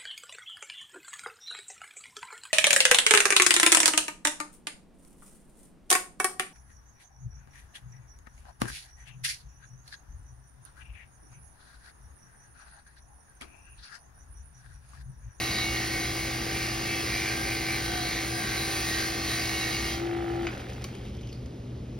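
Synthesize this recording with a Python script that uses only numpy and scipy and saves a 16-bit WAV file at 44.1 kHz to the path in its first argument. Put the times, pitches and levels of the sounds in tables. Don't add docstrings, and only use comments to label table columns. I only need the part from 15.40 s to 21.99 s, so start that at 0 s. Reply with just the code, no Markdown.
import sys
import numpy as np
from scipy import signal
from scipy.fft import rfft, irfft
from scipy.io import wavfile
from scipy.ndimage import uniform_filter1d

SR = 44100
rng = np.random.default_rng(int(sys.argv[2]) if len(sys.argv) > 2 else 0)


def wav_record(signal):
    frames = np.transpose(np.atleast_2d(signal))
    bounded = np.clip(frames, -1, 1)
    quanta = np.round(bounded * 32767).astype(np.int16)
    wavfile.write(sys.argv[1], SR, quanta)


N = 290598
TIME = np.arange(N) / SR
BIN_HZ = np.arange(N // 2 + 1) * SR / N

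# frequency in Hz, relative level in dB.
VENT_SPECTRUM = [(20, -15), (38, -19), (52, 2.5), (65, 7.5), (82, -1), (150, -14), (205, -3.5), (300, -9),
                 (400, -9.5), (600, -19), (1000, -33), (1600, -35.5), (3000, -33.5), (6000, -39.5),
                 (12000, -56), (16000, -62)]
WHIRR_SPECTRUM = [(100, -9), (280, 10), (540, 11.5), (750, -3), (1000, -11), (1500, 2.5), (2200, 3.5),
                  (3200, 0.5), (5500, -8.5), (8000, -13.5), (12000, -20.5), (16000, -17)]
HISS_SPECTRUM = [(400, -39), (800, -15.5), (1100, -1.5), (1500, -4.5), (2200, 2), (3000, -1), (3600, -4),
                 (4400, -4), (6300, -0.5), (8000, -14), (10000, -16), (16000, -13.5)]
RUSTLE_SPECTRUM = [(150, -13), (400, -4.5), (650, -12.5), (1000, -11.5), (2500, -50)]
GRIT_SPECTRUM = [(3000, -17), (7000, -25), (9000, 9.5), (11000, -2), (12800, -7), (14500, -5), (16000, 4)]
# frequency in Hz, width in Hz, relative level in dB.
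DUCT_MODES = [(126.6, 31, 0)]
CASING_MODES = [(748, 120, -6)]
HOUSING_MODES = [(766, 49, 3), (1360, 200, -2), (1750, 490, -2.5), (2110, 400, -4)]
PEDAL_MODES = [(1030, 110, -3), (1450, 120, 1), (2180, 250, -1), (2580, 110, 5.5), (2930, 200, -0.5),
               (3830, 610, -11), (4800, 400, -5), (6430, 780, -9)]
KNOCKED_BELL_MODES = [(1130, 124, 2), (2240, 280, -1), (3080, 500, -3.5), (3800, 400, -3.5),
                      (4760, 470, -2.5), (6000, 1100, -5.5), (9250, 2700, -13), (14800, 2000, -18)]
WHINE_ORDERS = [7.4, 12, 13, 14, 15, 22, 23, 25, 31]
# level in dB running free, level in dB under the bell.
WHINE_DB = [(-50, -55.5), (-55, -66), (-67.5, -60), (-50, -54), (-50, -51.5), (-63, -57), (-63, -57.5),
            (-57, -65), (-61, -52.5)]
# time in seconds, pitch in Hz, level in dB,
# relative level of the octave in dB, roughness as a share of the pitch.
SHAFT_RUB = [(5.45, 3130, -85, -20, 0.15), (5.55, 3080, -57, -15, 0.08), (5.8, 3065, -61, -18, 0.11),
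             (5.87, 3020, -56, -5, .055), (5.9, 2790, -58.5, -2, 0.1), (5.92, 2380, -62, 13, .05),
             (5.95, 2225, -58, 5, 0.14), (6.0, 2150, -90, 0, .05)]
# start in seconds, relative level in dB, treble boost in dB.
PEDAL_CONTACTS = [(5.0682, -18, -19), (5.073, -32, -14), (5.129, -36, -6), (5.149, -34, -8)]
BELL_TOUCHES = [(0.184, -19, -14), (0.198, -28, -10), (0.372, -23, -12), (5.42, -39, -1), (5.4414, -32, 6),
                (5.446, -41, 2), (5.551, -43, 4), (5.652, -42.5, -7), (5.749, -44, -2), (5.927, -46, 6),
                (6.059, -47, 2)]
# time in seconds, level in dB.
GLOVE_LEVELS = [(4.7, -78), (5.0, -54), (5.5, -62), (5.9, -62), (6.2, -78)]
# middle in seconds, length in seconds, rise of the ring in dB,
# push as spindle speed lost in turns per second (negative when the hands ease off).
BELL_STROKES = [(0.01, 0.16, 9, 0), (0.18, .2, 4.5, 0.6), (0.304, .17, -3, -.3), (0.41, .2, 7.5, .5),
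                (0.588, .3, 5, .35), (0.878, .26, 2, .25), (1.209, .32, 7, -.1), (1.516, .26, 6.5, -.25),
                (1.747, .24, 8, .2), (1.878, .24, 9, .05), (2.107, .24, 9.5, .05), (2.302, .26, 8, .25),
                (2.523, .24, 3.5, -.55), (2.753, .24, 6.5, .15), (2.963, .16, 1, -.35),
                (3.101, .28, 7.5, .65), (3.322, .36, 6, -.1), (3.565, .26, 6.5, .6), (3.741, .2, 2.5, -.15),
                (3.95, .28, 6, .7), (4.221, .36, 5.5, .5), (4.462, .24, 3.5, -.4)]
# time in seconds, hiss and grit levels in relative dB.
RUBBING_LEVELS = [(0.0, -33.5, -43), (0.17, -35, -45), (0.29, -35.5, -46.5), (0.98, -37.5, -46),
                  (1.16, -36.5, -48), (1.92, -36.5, -46), (2.04, -38, -43), (2.82, -36, -47.5),
                  (2.89, -38, -45), (3.37, -34.5, -42.5), (3.61, -34, -43.5), (3.75, -36.5, -46),
                  (3.95, -34.5, -43), (4.5, -35.5, -45.5)]
# frequency in Hz, width in Hz,
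# relative levels in dB when rubbed at spots 0, 1 and 2.
WALL_MODES = [(1565, 34, -13, -11.5, -9), (1600, 28, -11, -6, -8), (1830, 49, -21, -10, -11),
              (1892, 49, 0, -6, -2.5), (2020, 48, -18, -13, -10), (2150, 57, -10, -14, -13),
              (2197, 28, 0, -13, -3), (2330, 48, -31, -8, -14), (2634, 51, -15, -9, -18),
              (2850, 40, -5.5, -6.5, -11), (3320, 45, -9, -7.5, -6.5), (3810, 59, -6, -7, -14),
              (3960, 160, -2, -15, -8), (4080, 66, -12, -13, -10), (4325, 103, 1, -5, -2),
              (4500, 66, -15, -11, -7), (4730, 84, -6, -4.5, -7), (5180, 100, -14, -7, -10),
              (5570, 43, -17, -28, -24), (9300, 96, -28, -18, -20)]
# time in seconds, spot (beyond 0-2 the nearest end counts).
CONTACT_SPOT = [(0, -1.5), (.42, 0), (.52, 9), (.9, 1.1), (2.35, 1.2), (2.46, 2), (3.95, 3), (4.04, 0.11),
                (4.5, 0)]
# time in seconds, their share of the ring's power from 0 to 1.
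SLAP_SHARE = [(0.3, .02), (.5, .12), (1.1, .36), (2.0, .6), (2.2, .6), (2.5, .18), (3.1, .3), (3.6, .2),
              (4.1, .03)]
# middle in seconds, length in seconds, pitch in Hz, level in dB.
SWELLING_TONES = [(0.125, 0.14, 2210, -38.5), (0.265, 0.22, 2228, -33.5), (0.373, .08, 2180, -38),
                  (0.576, 0.21, 2205, -37), (0.852, 0.23, 2204, -40.5), (0.308, 0.2, 2826, -41.5),
                  (0.155, 0.13, 4750, -40), (0.213, 0.23, 4280, -46), (0.697, .16, 3340, -48),
                  (1.196, .22, 2370, -43.5), (1.287, 0.23, 4780, -48), (1.504, 0.13, 2330, -38),
                  (1.506, 0.18, 2250, -45), (1.547, 0.25, 2637, -41), (1.557, 0.22, 3330, -47),
                  (1.637, .14, 5170, -45), (1.828, 0.33, 2330, -41.5), (1.955, 0.3, 1596, -43),
                  (2.107, 0.18, 2314, -42), (2.308, .16, 2330, -40), (2.313, 0.13, 2215, -40),
                  (1.2, .3, 4335, -49), (1.6, 0.45, 4310, -48), (2.15, 0.45, 4330, -49),
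                  (2.44, 0.094, 4300, -45), (2.522, 0.37, 1515, -43.5), (2.563, 0.36, 3245, -46),
                  (2.57, 0.29, 725.4, -41.5), (2.674, 0.2, 4300, -42), (2.71, 0.12, 5190, -48),
                  (2.954, .16, 5020, -44), (2.957, .14, 9450, -46), (2.975, 0.18, 726, -42.5),
                  (3.01, 0.18, 1593, -42), (3.15, 0.22, 1575, -44), (3.48, 0.23, 1870, -41.5),
                  (3.608, 0.18, 1588, -39.5), (3.6, 0.1, 4700, -45), (3.67, 0.2, 4350, -43),
                  (3.75, .3, 5190, -48), (3.867, .14, 4370, -43), (4.003, .18, 4720, -47.5),
                  (4.143, 0.087, 2830, -43), (4.2, 0.7, 2210, -39.5), (4.227, 0.061, 2780, -41),
                  (4.352, 0.079, 2840, -39.5), (4.34, .18, 4730, -42.5), (4.44, 0.18, 2860, -46),
                  (4.52, 0.15, 3200, -45.5), (4.512, 0.091, 5590, -51)]
# middle in seconds, length in seconds, pitch in Hz, level in dB.
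RIM_ZINGS = [(0.188, 0.25, 3910, -39), (.64, .1, 4020, -45), (1.76, .18, 4080, -46),
             (2.326, 0.17, 4050, -44), (2.5, 0.34, 3980, -45.5), (2.713, 0.31, 3960, -46),
             (3.08, .12, 4000, -45), (3.21, 0.17, 3990, -41), (3.556, 0.24, 3900, -45),
             (3.91, 0.11, 3950, -39.5), (4.22, 0.35, 3950, -43)]
# frequency in Hz, lead of the left in radians.
PAIR_PHASE = [(200, 0), (750, -1.1), (1200, 0), (1900, .2), (2600, .95), (3600, .6), (4500, .85),
              (5150, -.1), (7100, 2.95), (8200, 3.3), (10400, 5.9), (11600, 6.4), (13500, 9.1),
              (14800, 9.6), (15700, 10.6)]
# frequency in Hz, likeness from 0 to 1.
PAIR_LIKENESS = [(170, 1), (400, .95), (750, .65), (1050, .3), (1600, .35), (2000, .93), (6500, .88),
                 (7600, .99), (9000, .8), (11000, .96), (12500, .65), (14200, .98), (15700, .8)]
# frequency in Hz, left minus right in dB.
PAIR_BALANCE = [(180, 0), (350, 3.7), (520, 1), (750, -2.6), (1100, -6), (1600, -2), (2100, .3), (3000, 0)]

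FREE_TURNS_PER_S, SAG_TURNS_PER_S = 53.22, 1.65
LIFT_S, POWER_OFF_S = 4.53, 5.069


def from_db(db):
    return 10 ** (np.asarray(db) / 20)


def rms_one(x):
    return x / np.sqrt(np.mean(x ** 2) + 1e-20)


def levelled(x, window=4300):
    return x / np.sqrt(np.abs(uniform_filter1d(x ** 2, size=window)) + 1e-12)


def in_time(rows):
    seconds, *columns = np.transpose(rows)
    return [np.interp(TIME, seconds, column) for column in columns]


def per_bin(points):
    hz, value = np.transpose(points)
    return np.interp(np.log(BIN_HZ + 1), np.log(hz), value)


def coloured(x, spectrum):
    return rms_one(irfft(rfft(x) * from_db(per_bin(spectrum)), N))


def resonate(x, modes):
    out = 0
    for k, (hz, width, db) in enumerate(modes):
        r = np.exp(-np.pi * width / SR)
        poles = [1, -2 * r * np.cos(2 * np.pi * hz / SR), r * r]
        gain = (-1) ** k * from_db(db) * (1 - r * r) / 2
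        out = out + gain * signal.lfilter([1, 0, -1], poles, x + 1e-18)
    return out


def steep_band(x, hz, width_hz):
    return resonate(resonate(x, [(hz, width_hz, 0)]), [(hz, 2 * width_hz, 0)])


def wander(rate_hz):
    phases = np.exp(2j * np.pi * rng.random(len(BIN_HZ)))
    return rms_one(irfft(phases / (1 + (BIN_HZ / rate_hz) ** 2), N))


def arch(middle, length):
    return np.maximum(1 - (2 * (TIME - middle) / length) ** 2, 0)


def impulses(times, sizes):
    inside = (times > 0) & (times < TIME[-1])
    return np.bincount(np.round(times[inside] * SR).astype(int), sizes[inside], N)


def ventilation():
    rumble = coloured(rng.standard_normal((2, N)), VENT_SPECTRUM)
    drone = rms_one(resonate(rng.standard_normal((2, N + SR)), DUCT_MODES)[:, SR:])
    hum = np.sin(2 * np.pi * 120 * TIME + .3 * wander(3))
    return from_db(-40) * rumble + from_db(-46) * drone + from_db(-39.5) * hum


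def workshop(x, t60_s=0.28):
    age = TIME[:SR // 2]
    tail = rng.standard_normal(len(age)) * from_db(-60 * age / t60_s) * (age > .003)
    return signal.fftconvolve(x, tail / np.sqrt(np.sum(tail ** 2)))[:N]


def load(spin_up_s=.11):
    return np.clip(1 - (TIME - LIFT_S) / spin_up_s, 0, 1)


def spindle(push, braking_turns_per_s2=62.5):
    powered = FREE_TURNS_PER_S - load() * (SAG_TURNS_PER_S + push)
    coasting_s = np.maximum(TIME - POWER_OFF_S, 0)
    first_drop = 2 * np.minimum(coasting_s * 20, 1)
    speed = np.maximum(powered - braking_turns_per_s2 * coasting_s - first_drop, 0)
    turns = np.cumsum(speed) / SR
    return speed, turns - np.interp(POWER_OFF_S, TIME, turns)


def whirr(speed):
    air = rng.standard_normal(N) * from_db(2.1 * wander(130))
    pace = speed / speed.max()
    hollow = from_db(CASING_MODES[0][2]) * rms_one(resonate(air, CASING_MODES))
    return (coloured(air, WHIRR_SPECTRUM) * pace + hollow * pace ** 0.86) * from_db(-45)


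def motor_tones(speed, turns, push, fan_order=6.4):
    contact = load()
    pace = np.where(TIME > POWER_OFF_S, speed / speed.max(), 1)
    fan_db = -32.5 - contact * (8 + 1.5 * push)
    fan = from_db(fan_db) * np.sin(2 * np.pi * fan_order * turns + 0.055 * wander(11))
    whine = 0
    for order, (free_db, loaded_db) in zip(WHINE_ORDERS, WHINE_DB):
        db = free_db + contact * (loaded_db - free_db + 0.5 * push) + 2 * wander(4.6)
        whine = whine + from_db(db) * np.sin(2 * np.pi * (order * turns + rng.random()))
    return np.sqrt(2) * (fan * pace ** 15 + whine * pace ** 3.9)


def housing_knocks(speed, turns):
    times = np.interp(np.arange(np.ceil(turns[0]), turns[-1]), turns, TIME)
    blows = impulses(times, from_db(rng.normal(0, 1.5, len(times))))
    return resonate(blows * (speed / speed.max()) ** 1.7, HOUSING_MODES)


def shaft_squeak():
    hz, db, octave_db, roughness = in_time(SHAFT_RUB)
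    phase = 2 * np.pi * np.cumsum(hz * (1 + roughness * wander(309))) / SR
    tone = np.sin(phase) + from_db(octave_db) * np.sin(2 * phase)
    rubbing = (TIME > SHAFT_RUB[0][0]) * (TIME < SHAFT_RUB[-1][0])
    return rubbing * from_db(db + 5.4 * wander(50)) * tone


def metal_clicks(contacts, modes, rattle_s, gain_db, split_hz=3500):
    times, db, treble_db = np.transpose(contacts)
    burst = np.exp(-TIME[:SR // 20] / rattle_s)
    dull = np.convolve(impulses(times, from_db(db)), burst)[:N]
    sharp = np.convolve(impulses(times, from_db(db + treble_db)), burst)[:N]
    chatter = rng.standard_normal(N)
    top = signal.sosfilt(signal.butter(2, split_hz, "high", fs=SR, output="sos"), chatter * sharp)
    body = signal.sosfilt(signal.butter(2, split_hz, fs=SR, output="sos"), chatter * dull)
    return from_db(gain_db) * resonate(body - top, modes)


def gloves(creaks_per_s=140, uneven_db=7, decay_s=0.0035):
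    onsets = rng.random(N) < creaks_per_s / SR
    creaks = onsets * from_db(uneven_db * np.clip(rng.standard_normal(N), -2, 2))
    envelope = signal.lfilter([1], [1, -np.exp(-1 / (decay_s * SR))], creaks + 1e-18)
    scuffs = resonate(envelope * rng.standard_normal(N), KNOCKED_BELL_MODES[1:])
    return rms_one(scuffs) * from_db(in_time(GLOVE_LEVELS)[0])


def strokes():
    middle, length, rise_db, push = np.transpose(BELL_STROKES)[:, :, None]
    swell = arch(middle, length)
    return np.max(rise_db * swell, axis=0), np.sum(push * swell, axis=0)


def zings():
    out, friction = np.zeros(N), rng.standard_normal(N)
    for middle, length, hz, db in RIM_ZINGS:
        swell = arch(middle, length)
        held = swell > 0
        buzz = rms_one(steep_band(friction[held], hz, width_hz=270))
        out[held] += buzz * swell[held] * from_db(db)
    return out


def swelling_tones(turns, throb_db=2.5):
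    out, noise = np.zeros(N), rng.standard_normal(N)
    for middle, length, hz, db in SWELLING_TONES:
        swell = arch(middle, length)
        held = swell > 0
        tone = levelled(steep_band(noise[held], hz, width_hz=13.5), window=300)
        out[held] += tone * swell[held] * from_db(db + throb_db * np.cos(2 * np.pi * turns[held]))
    return out


def tufts(turns, count=90, memory_turns=12, uneven_db=3.5, jitter_s=35e-6, lumpy_db=0.16):
    laps = np.arange(np.floor(turns[0]), 0)
    angles = (np.arange(count) + rng.random(count)) / count
    memory = np.exp(-1 / memory_turns)
    drift = signal.filtfilt([1 - memory], [1, -memory], rng.standard_normal((count, 2 * len(laps))))
    stiffness = rms_one(drift[:, len(laps) // 2:][:, :len(laps)])
    sizes = from_db(uneven_db * np.minimum(stiffness, 2.3) + 2.5 * rng.standard_normal(stiffness.shape))
    sizes *= rng.choice([-1, 1], (count, 1))
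    times = np.interp(laps + angles[:, None], turns, TIME, left=-1)
    times += jitter_s * rng.standard_normal(sizes.shape)
    brush = rms_one(impulses(times, sizes)) + 0.59 * rng.standard_normal(N)
    phase = 2 * np.pi * turns
    high_spots = 0.85 * np.cos(phase) + np.cos(2 * phase) + 0.21 * np.cos(4 * phase)
    return levelled(brush * from_db(lumpy_db * high_spots))


def slaps(turns, rise_db, width_s=0.00068, jitter_s=30e-6):
    count, part = np.divmod(2 * turns + .5, 1)
    from_peak_s = (part - .5) / (2 * FREE_TURNS_PER_S) + jitter_s * wander(31)
    hz = 1870 + 57 * rise_db
    burst = np.exp(-.5 * (from_peak_s / width_s) ** 2) * np.sin(2 * np.pi * hz * from_peak_s)
    direction = np.where(count % 2, -from_db(0.5), 1)
    return rms_one(burst * direction * from_db(wander(60)))


def bell_wall(brush, modes):
    spot = in_time(CONTACT_SPOT)[0]
    out = 0
    for hz, width, *spot_db in modes:
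        swell_db = np.interp(TIME, np.linspace(0, TIME[-1], 75), 2 * rng.standard_normal(75))
        drive_db = np.interp(spot, range(3), spot_db) + swell_db
        out = out + resonate(brush, [(hz, width, 0)]) * from_db(drive_db)
    return levelled(out)


def buffing(turns, rise_db, push, flutter_db=2, lift_db_per_s=153):
    slow_db, grit_db = in_time(RUBBING_LEVELS)
    hiss_db = slow_db + 0.06 * rise_db + 0.8 * push
    ring_db = -45.5 + rise_db
    brush = tufts(turns)
    low_modes, high_modes = np.split(np.array(WALL_MODES), 2)
    rubbed = bell_wall(brush, low_modes) * from_db(flutter_db * np.cos(4 * np.pi * turns))
    share = in_time(SLAP_SHARE)[0]
    ring = (np.sqrt(1 - share) * rubbed + np.sqrt(share) * slaps(turns, rise_db)) * from_db(ring_db)
    sheen = bell_wall(brush, high_modes) * from_db(0.82 * hiss_db + 0.18 * ring_db - 7.5)
    hiss = coloured(brush, HISS_SPECTRUM) * from_db(hiss_db - 1.7)
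    rustle = coloured(rng.standard_normal(N), RUSTLE_SPECTRUM) * from_db(hiss_db - 13.5)
    flicker = from_db(wander(400) + 2 * wander(13))
    grit = coloured(brush * flicker, GRIT_SPECTRUM) * from_db(grit_db + 1)
    touching = from_db(-lift_db_per_s * np.maximum(TIME - LIFT_S, 0))
    return touching * (hiss + rustle + ring + sheen + touching * grit)


def scene():
    rise_db, push = strokes()
    speed, turns = spindle(push)
    pedal = metal_clicks(PEDAL_CONTACTS, PEDAL_MODES, rattle_s=0.0037, gain_db=5.5)
    handling = metal_clicks(BELL_TOUCHES, KNOCKED_BELL_MODES, rattle_s=0.0038, gain_db=7) + gloves()
    noises = buffing(turns, rise_db, push) + zings() + whirr(speed) + pedal + shaft_squeak()
    tones = motor_tones(speed, turns, push) + housing_knocks(speed, turns) + swelling_tones(turns)
    into_room = noises + 0.88 * handling
    front = 0.97 * noises + handling + tones + 0.48 * workshop(into_room)
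    side = workshop(into_room + tones)
    return np.array([front, side]) + ventilation()


def record(dry):
    front, side = rfft(dry)
    sign = np.array([[1], [-1]])
    alike = per_bin(PAIR_LIKENESS)
    pair = np.sqrt((1 + alike) / 2) * front + sign * np.sqrt((1 - alike) / 2) * side
    pair *= from_db(sign * per_bin(PAIR_BALANCE) / 2) * np.exp(.5j * sign * per_bin(PAIR_PHASE))
    return irfft(pair * (BIN_HZ < 15850), N)


dry = scene()
out = record(dry)
wav_record(out)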